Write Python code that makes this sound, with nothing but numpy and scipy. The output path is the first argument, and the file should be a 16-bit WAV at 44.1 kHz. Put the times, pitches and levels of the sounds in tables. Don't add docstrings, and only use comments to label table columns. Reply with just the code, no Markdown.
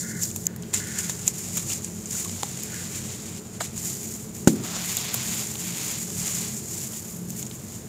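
import sys
import numpy as np
from scipy import signal
from scipy.fft import rfft, irfft, next_fast_len
from scipy.io import wavfile
from scipy.ndimage import uniform_filter1d, map_coordinates

SR = 44100
rng = np.random.default_rng(int(sys.argv[2]) if len(sys.argv) > 2 else 0)


def generate_wav(sig):
    pcm = np.round(np.clip(np.atleast_2d(sig).T, -1, 1) * 32767).astype(np.int16)
    wavfile.write(sys.argv[1], SR, pcm)


def volts(x):
    e = np.asarray(x, float) / 20
    return 10 ** e


N = 347508


def unit(x):
    return x / np.sqrt(np.mean(x ** 2) + 1e-20)


def curves(rows):
    s, *cols = np.transpose(rows)
    return [np.interp(np.arange(N) / SR, s, c) for c in cols]


def wobble(rate_hz):
    knots = rng.standard_normal(int(N * rate_hz / SR) + 4)
    return map_coordinates(knots, [np.arange(N) * rate_hz / SR])


def filtered(x, response):
    m = next_fast_len(len(x) + 8192)
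    spectrum = rfft(x, m) * response(np.fft.rfftfreq(m, 1 / SR))
    return irfft(spectrum, m)[:len(x)]


def modes(table):
    def response(f):
        total = 0
        for k, (hz, width_hz, db) in enumerate(table):
            damping = 1j * f * width_hz
            total = total + (-1) ** k * volts(db) * damping / (hz * hz - f * f + damping)
        return total
    return response


def band(x, low_hz, high_hz):
    edges_hz = [low_hz, min(high_hz, SR / 2.1)]
    sos = signal.butter(2, edges_hz, "bandpass", fs=SR, output="sos")
    return unit(signal.sosfilt(sos, x))


def grains(count, spread_db, bed):
    size_db = spread_db * np.minimum(rng.exponential(size=count), 4.3)
    sizes = volts(size_db) * rng.uniform(-1, 1, count)
    fractures = np.bincount(rng.integers(0, N, count), sizes, N)
    return unit(fractures) + bed * rng.standard_normal(N)


def strokes(rows):
    t = np.arange(N) / SR
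    levels_db = []
    for s, db, swell, hold, fade in rows:
        below_db = np.maximum(swell * (s - t), fade * (t - s - hold)).clip(0)
        levels_db.append(db - below_db)
    return np.max(levels_db, axis=0)


def yard():
    # pitch_hz, width_hz, level_db
    hum_modes = [(57.6, 21.4, -8), (96.3, 10.5, -1.5), (130.9, 19.5, -3), (175.16, 6.6, 1), (212, 21.5, -3),
                 (254.3, 37, -11), (297.3, 20.5, -9), (332.7, 7.6, -7.5), (359.2, 11, -10),
                 (424.6, 24.7, -9), (517, 99, -24.5)]
    # freq_hz, level_db_per_hz
    air_spectrum = [(25, -16), (48, -19), (75, 0.5), (300, -10.5), (500, -9), (900, -17), (1500, -21),
                    (4000, -29), (9000, -32), (16000, -29)]
    response = modes(hum_modes)
    hum = unit(filtered(rng.standard_normal(N), lambda f: np.abs(response(f)) ** 1.664))
    hum *= volts(-36.0 + 0.83 * wobble(3.13))
    hz, db = np.transpose(air_spectrum)
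    air = filtered(rng.standard_normal(N), lambda f: volts(np.interp(np.log(f + 1), np.log(hz), db)))
    return hum + volts(-46.5) * unit(air)


def scooping():
    # start_s, level_db, swell_db_per_s, hold_s, fade_db_per_s
    scoops = [
        (0.06, -48, 100, 0.13, 130),
        (0.11, -44, 150, .008, 300),
        (0.466, -54.5, 900, .002, 95),
        (0.74, -46, 2500, .002, 290),
        (0.83, -47.5, 130, .15, 70),
        (2.75, -49, 140, 0.033, 90),
        (2.92, -56, 500, .002, 100),
    ]
    # pitch_hz, width_hz, level_db
    cup = [(1450, 54, 1.5), (1740, 150, 0), (2077, 92, -0.5)]
    hollow = filtered(grains(count=20000, spread_db=5.5, bed=1.0), modes(cup))
    return unit(hollow) * volts(strokes(scoops) + 4.0)


def pockets():
    # start_s, peak_db, pitch_hz
    bursts = [(0.2393, -15, 5400), (0.467, -22, 4800), (1.57, -30, 2300), (1.703, -25, 2630),
              (1.716, -24, 3000), (1.733, -22, 5200), (2.152, -33, 1390), (2.257, -32, 1060),
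              (2.432, -24, 760), (2.765, -42, 1450), (3.605, -24, 2100), (3.607, -23, 670),
              (5.155, -34, 1040)]
    out, t = np.zeros(N), np.arange(SR // 20) / SR
    for s, db, hz in bursts:
        cycles = hz * t
        tone = np.sin(2 * np.pi * cycles * (1 + 0.004 * cycles))
        envelope = volts(db - 1.8 * cycles) * (1 - np.exp(-cycles))
        out[round(s * SR):][:len(t)] += envelope * tone
    return out


def thud():
    # pitch_hz, level_db, t60_s
    basin = [(177, -24, 0.21), (213.5, -21, 0.4), (248, 8, 0.024), (295, -24, 0.24), (353, -11.5, 0.08),
             (522, -10, 0.038), (790, -11.5, 0.03), (1420, -5, 0.015)]
    start_s, attack_s = 4.4735, 0.0005
    t = np.arange(SR // 2) / SR
    ring = -sum(volts(db - 60 * t / t60) * np.sin(2 * np.pi * hz * t) for hz, db, t60 in basin)
    blow = band(rng.standard_normal(len(t)), low_hz=107, high_hz=373)
    boom = volts(-16.5 - 60 * t / 0.5) * band(blow, low_hz=107, high_hz=373)
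    spray = volts(-15.5 - 60 * t / 0.052) * band(rng.standard_normal(len(t)), low_hz=496, high_hz=10200)
    out = np.zeros(N)
    out[round(start_s * SR):][:len(t)] = volts(-2) * (1 - np.exp(-t / attack_s)) * (ring + boom + spray)
    return out


def snaps():
    # start_s, peak_db, depth_db, sparkle_db, t60_s
    cracks = [(0.1126, -23, -24, -10, .0083), (0.221, -15, -37, -12, .023), (0.2291, -13, -27.5, -7, 0.045),
              (0.2344, -8, -47, -6, .008), (0.225, -13, -41, -25, .008), (0.3617, -10, -23, -2.5, .012),
              (0.468, -6, -26, -4.5, 0.0084), (0.7389, -9, -19.5, -20, 0.047),
              (0.7457, -12, -17, -2, 0.021), (0.9875, -12.5, -30, -10, 0.045),
              (1.0965, -11.5, -10.5, -7, 0.017), (1.2782, -0.5, -28, -13, 0.014),
              (1.2816, -10, -20, -4, 0.019), (1.572, -9, -19, -2, 0.0061), (1.5782, -8, -21.5, -11, 0.025),
              (1.8462, -12.5, -38, -31, 0.0053), (2.4326, -6.5, -7, -18, .006),
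              (2.6346, -16, -36, -3, .019), (3.607, -16, -5, -15, 0.012), (3.6093, -18.5, -2.5, -7, 0.03),
              (4.4806, -12, -9.5, -5, .0089), (4.969, -9, -23, -3, 0.023), (5.1427, -6, -18, -1, .021),
              (5.147, -10.5, -16, 0.5, .008)]
    # start_s, peak_db, depth_db, sparkle_db
    ticks = [(0.253, -24, -25, -15), (0.3139, -20, -25, -14), (0.456, -21, -40, -24),
             (0.5624, -37.5, -2, 10), (0.624, -22.5, -36, -11), (0.7534, -18, -22, -15),
             (0.7608, -18, -36, -27), (1.2683, -18, -26, -4), (1.3427, -28, -27, -19), (1.384, -27, -24, 3),
             (1.7007, -18, -36, -9), (1.7226, -17, -20, -9), (1.735, -18, -26, -15),
             (2.0573, -22, -34, -10), (2.11, -17, -32, -13), (2.1997, -25, -24, 3), (2.226, -29, -19, 2),
             (2.2468, -15, -20, -5), (3.6173, -15, -14.5, -11), (3.7779, -16, -20.5, -10),
             (4.3498, -24.5, -30, -4), (4.446, -26, -29, -9), (4.6372, -22, -13, -10),
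             (5.47, -18, -31, -17), (6.5773, -24, -30, -9), (6.934, -25.5, -12, -13),
             (7.3037, -21, -28, -1), (7.4275, -16.5, -21, -11), (7.466, -21.5, -23, -20),
             (7.753, -26.5, -27, -13)]
    # start_s, peak_db
    pebbles = [
        (0.3046, -33),
        (0.6339, -32),
        (2.2826, -29),
        (2.2952, -25),
        (4.8106, -27),
        (4.9768, -19),
        (5.5546, -25),
        (7.5123, -29),
    ]
    tick_t60_s = 0.023
    breaks = []
    for s, db, depth_db, sparkle_db, t60 in cracks + [(*row, tick_t60_s) for row in ticks]:
        crumb_db = -5 + 0.46 * depth_db
        breaks.append((s, db, depth_db, crumb_db, sparkle_db, t60))
    for s, db in pebbles:
        breaks.append((s, db, -11, -2, -13, 0.021))

    out, lead, size = np.zeros(N + SR), 200, 2600
    t = (np.arange(size) - lead) / SR
    for s, db, knock_db, crumb_db, dust_db, t60 in breaks:
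        clumps_db = 3.6 * rng.standard_normal(size // 20).repeat(20)
        crackle = rng.standard_normal(size) * volts(clumps_db)
        crackle[lead] = 6
        crackle *= volts(np.where(t < 0, -8 + 60 * t / .011, -60 * t / max(t60, .002)))
        # level_db, low_hz, high_hz
        parts = [(-8, 5000, 9800), (knock_db, 480, 2300), (crumb_db, 2200, 4900), (dust_db - 2, 9500, 16000)]
        for part_db, low_hz, high_hz in parts:
            part = band(crackle, low_hz, high_hz)
            part *= volts(db + part_db + 3.0) / np.abs(part).max()
            out[max(round(s * SR) - lead, 0):][:size] += part
    return out[:N]


def kneading():
    # start_s, resting_rustle_db, coarse_share_db, fine_share_db
    paste = [(0.0, -37, -26, -11.5), (0.46, -42.5, -19, -6), (0.476, -62, 0, -5), (0.6, -62, -5, -9),
             (0.645, -49, -7.5, -7), (0.725, -48, -9.5, -11), (1.1, -38.5, -12, -11),
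             (2.1, -43, -13.5, -10), (2.6, -42, -10, -10.5), (3.39, -40, -9, -11),
             (3.41, -47.5, -11.5, -10), (3.7, -51, -8.5, -12.5), (3.82, -49, -14.5, -7),
             (4.45, -48, -13, -8), (4.85, -41, -7, -7), (6.5, -41, -14.5, -9.5), (7.2, -50, -14, -5),
             (7.88, -49, -11.5, -8.5)]
    # start_s, level_db, swell_db_per_s, hold_s, fade_db_per_s
    smears = [(0.0, -31, 900, .002, 125), (0.225, -28.5, 290, .012, 153), (0.735, -26.5, 2500, .015, 144),
              (0.87, -35, 80, .09, 100), (0.986, -28.5, 180, .01, 200), (1.05, -31.5, 100, .03, 200),
              (1.094, -29.5, 200, .008, 210), (1.2, -36.5, 80, .05, 100), (1.274, -32, 200, .01, 200),
              (1.37, -35.5, 90, .13, 52), (1.57, -30.5, 85, .012, 100), (1.72, -28, 132, .012, 168),
              (1.85, -37, 88, .008, 120), (2.15, -30, 100, .06, 120), (2.28, -36.5, 100, .25, 50),
              (2.6, -35, 43, .04, 100), (2.76, -34, 55, .05, 37), (2.955, -32.5, 105, .02, 82),
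              (3.04, -36, 100, .07, 45), (3.535, -42.5, 200, .035, 250), (3.603, -33.5, 2500, .05, 320)]
    # start_s, level_db, swell_db_per_s, hold_s, fade_db_per_s
    squeezes = [(3.783, -34, 170, .03, 50), (3.872, -31, 80, .025, 85), (3.985, -36.5, 100, .14, 54),
                (4.363, -40.5, 180, 0.036, 110), (4.482, -34.5, 750, 0.028, 100),
                (4.65, -35.5, 200, .2, 35), (4.895, -29, 65, .02, 45), (5.15, -30.5, 165, 0.013, 120),
                (5.273, -30, 45, 0.13, 40), (5.663, -32.5, 35, .15, 35), (5.857, -31, 35, 0.054, 35),
                (6.0, -32, 100, .035, 90), (6.23, -28.5, 56, .15, 52), (6.5, -34, 100, .03, 40),
                (6.77, -32.5, 47, 0.087, 200), (6.967, -34, 95, .008, 180), (7.026, -40, 100, .07, 50),
                (7.3, -42, 200, .03, 60), (7.401, -34.5, 150, .012, 320), (7.457, -43.5, 200, .015, 300),
                (7.52, -43.5, 140, .16, 100), (7.71, -41.5, 65, .02, 45)]
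    # start_s, level_db, swell_db_per_s, hold_s, fade_db_per_s
    pour = [
        (4.52, -50.5, 500, .08, 50),
        (4.65, -43, 300, .1, 19),
        (4.95, -46, 30, .46, 80),
        (5.66, -48, 80, .3, 100),
        (6.22, -48, 130, .2, 70),
        (6.74, -56, 130, .1, 150),
    ]
    # pitch_hz, width_hz, level_db
    bowl = [(2030, 90, -9), (2360, 80, -11)]
    slither_db, slither_s = -8, 0.13
    patter_over_pour_db, pour_lightens_db, first_rush_ends_s = 2.5, 5.5, 4.92

    rest_db, crumb_db, dust_db = curves(paste)
    grit_db = np.maximum(rest_db, strokes(smears + squeezes))
    sand = volts(.7 * wobble(35) + 1.3 * wobble(120)) * grains(count=20000, spread_db=3.2, bed=1.15)
    lumps = volts(1.5 * wobble(40)) * grains(count=20000, spread_db=3, bed=.9)
    bowl_response = modes(bowl)
    falling = filtered(lumps + 0.95 * sand, lambda f: 1 + np.abs(bowl_response(f)))

    pour_db = strokes(pour)
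    lightening = np.interp(np.arange(N) / SR, [pour[1][0], first_rush_ends_s], [0, 1])
    patter_db = pour_db + patter_over_pour_db + pour_lightens_db * lightening
    coarse_db = np.maximum(crumb_db, patter_db - grit_db) + 3.5
    crumbs = volts(coarse_db) * band(falling, low_hz=1790, high_hz=5830)
    grit = volts(-5) * band(sand, low_hz=4530, high_hz=10650)
    dust = volts(dust_db + 4.0) * band(sand, low_hz=8340, high_hz=16470)

    slide_db = uniform_filter1d(grit_db + crumb_db, round(slither_s * SR)) + slither_db
    slither = volts(np.maximum(slide_db, pour_db) + 2.5) * band(lumps, low_hz=544, high_hz=2120)
    return volts(grit_db - 1.0) * (crumbs + grit + dust) + slither


def scene():
    mono = yard() + scooping() + pockets() + thud() + snaps() + kneading()
    return np.array([mono, mono])


def band_limit(x):
    return signal.sosfilt(signal.butter(12, 16200, fs=SR, output="sos"), x)


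def record(dry):
    port = modes([(7053, 740, 12.87)])

    def microphone(f):
        bass_cut = (1j * f / (50 + 1j * f)) ** 3
        top_cut = (f < 15650) / (1 + (f / 15300) ** 24)
        return (1 + port(f)) * bass_cut * top_cut

    heard = np.array([filtered(x, microphone) for x in dry])
    return band_limit(np.clip(heard, -1, 1))


dry = scene()
out = record(dry)
generate_wav(out)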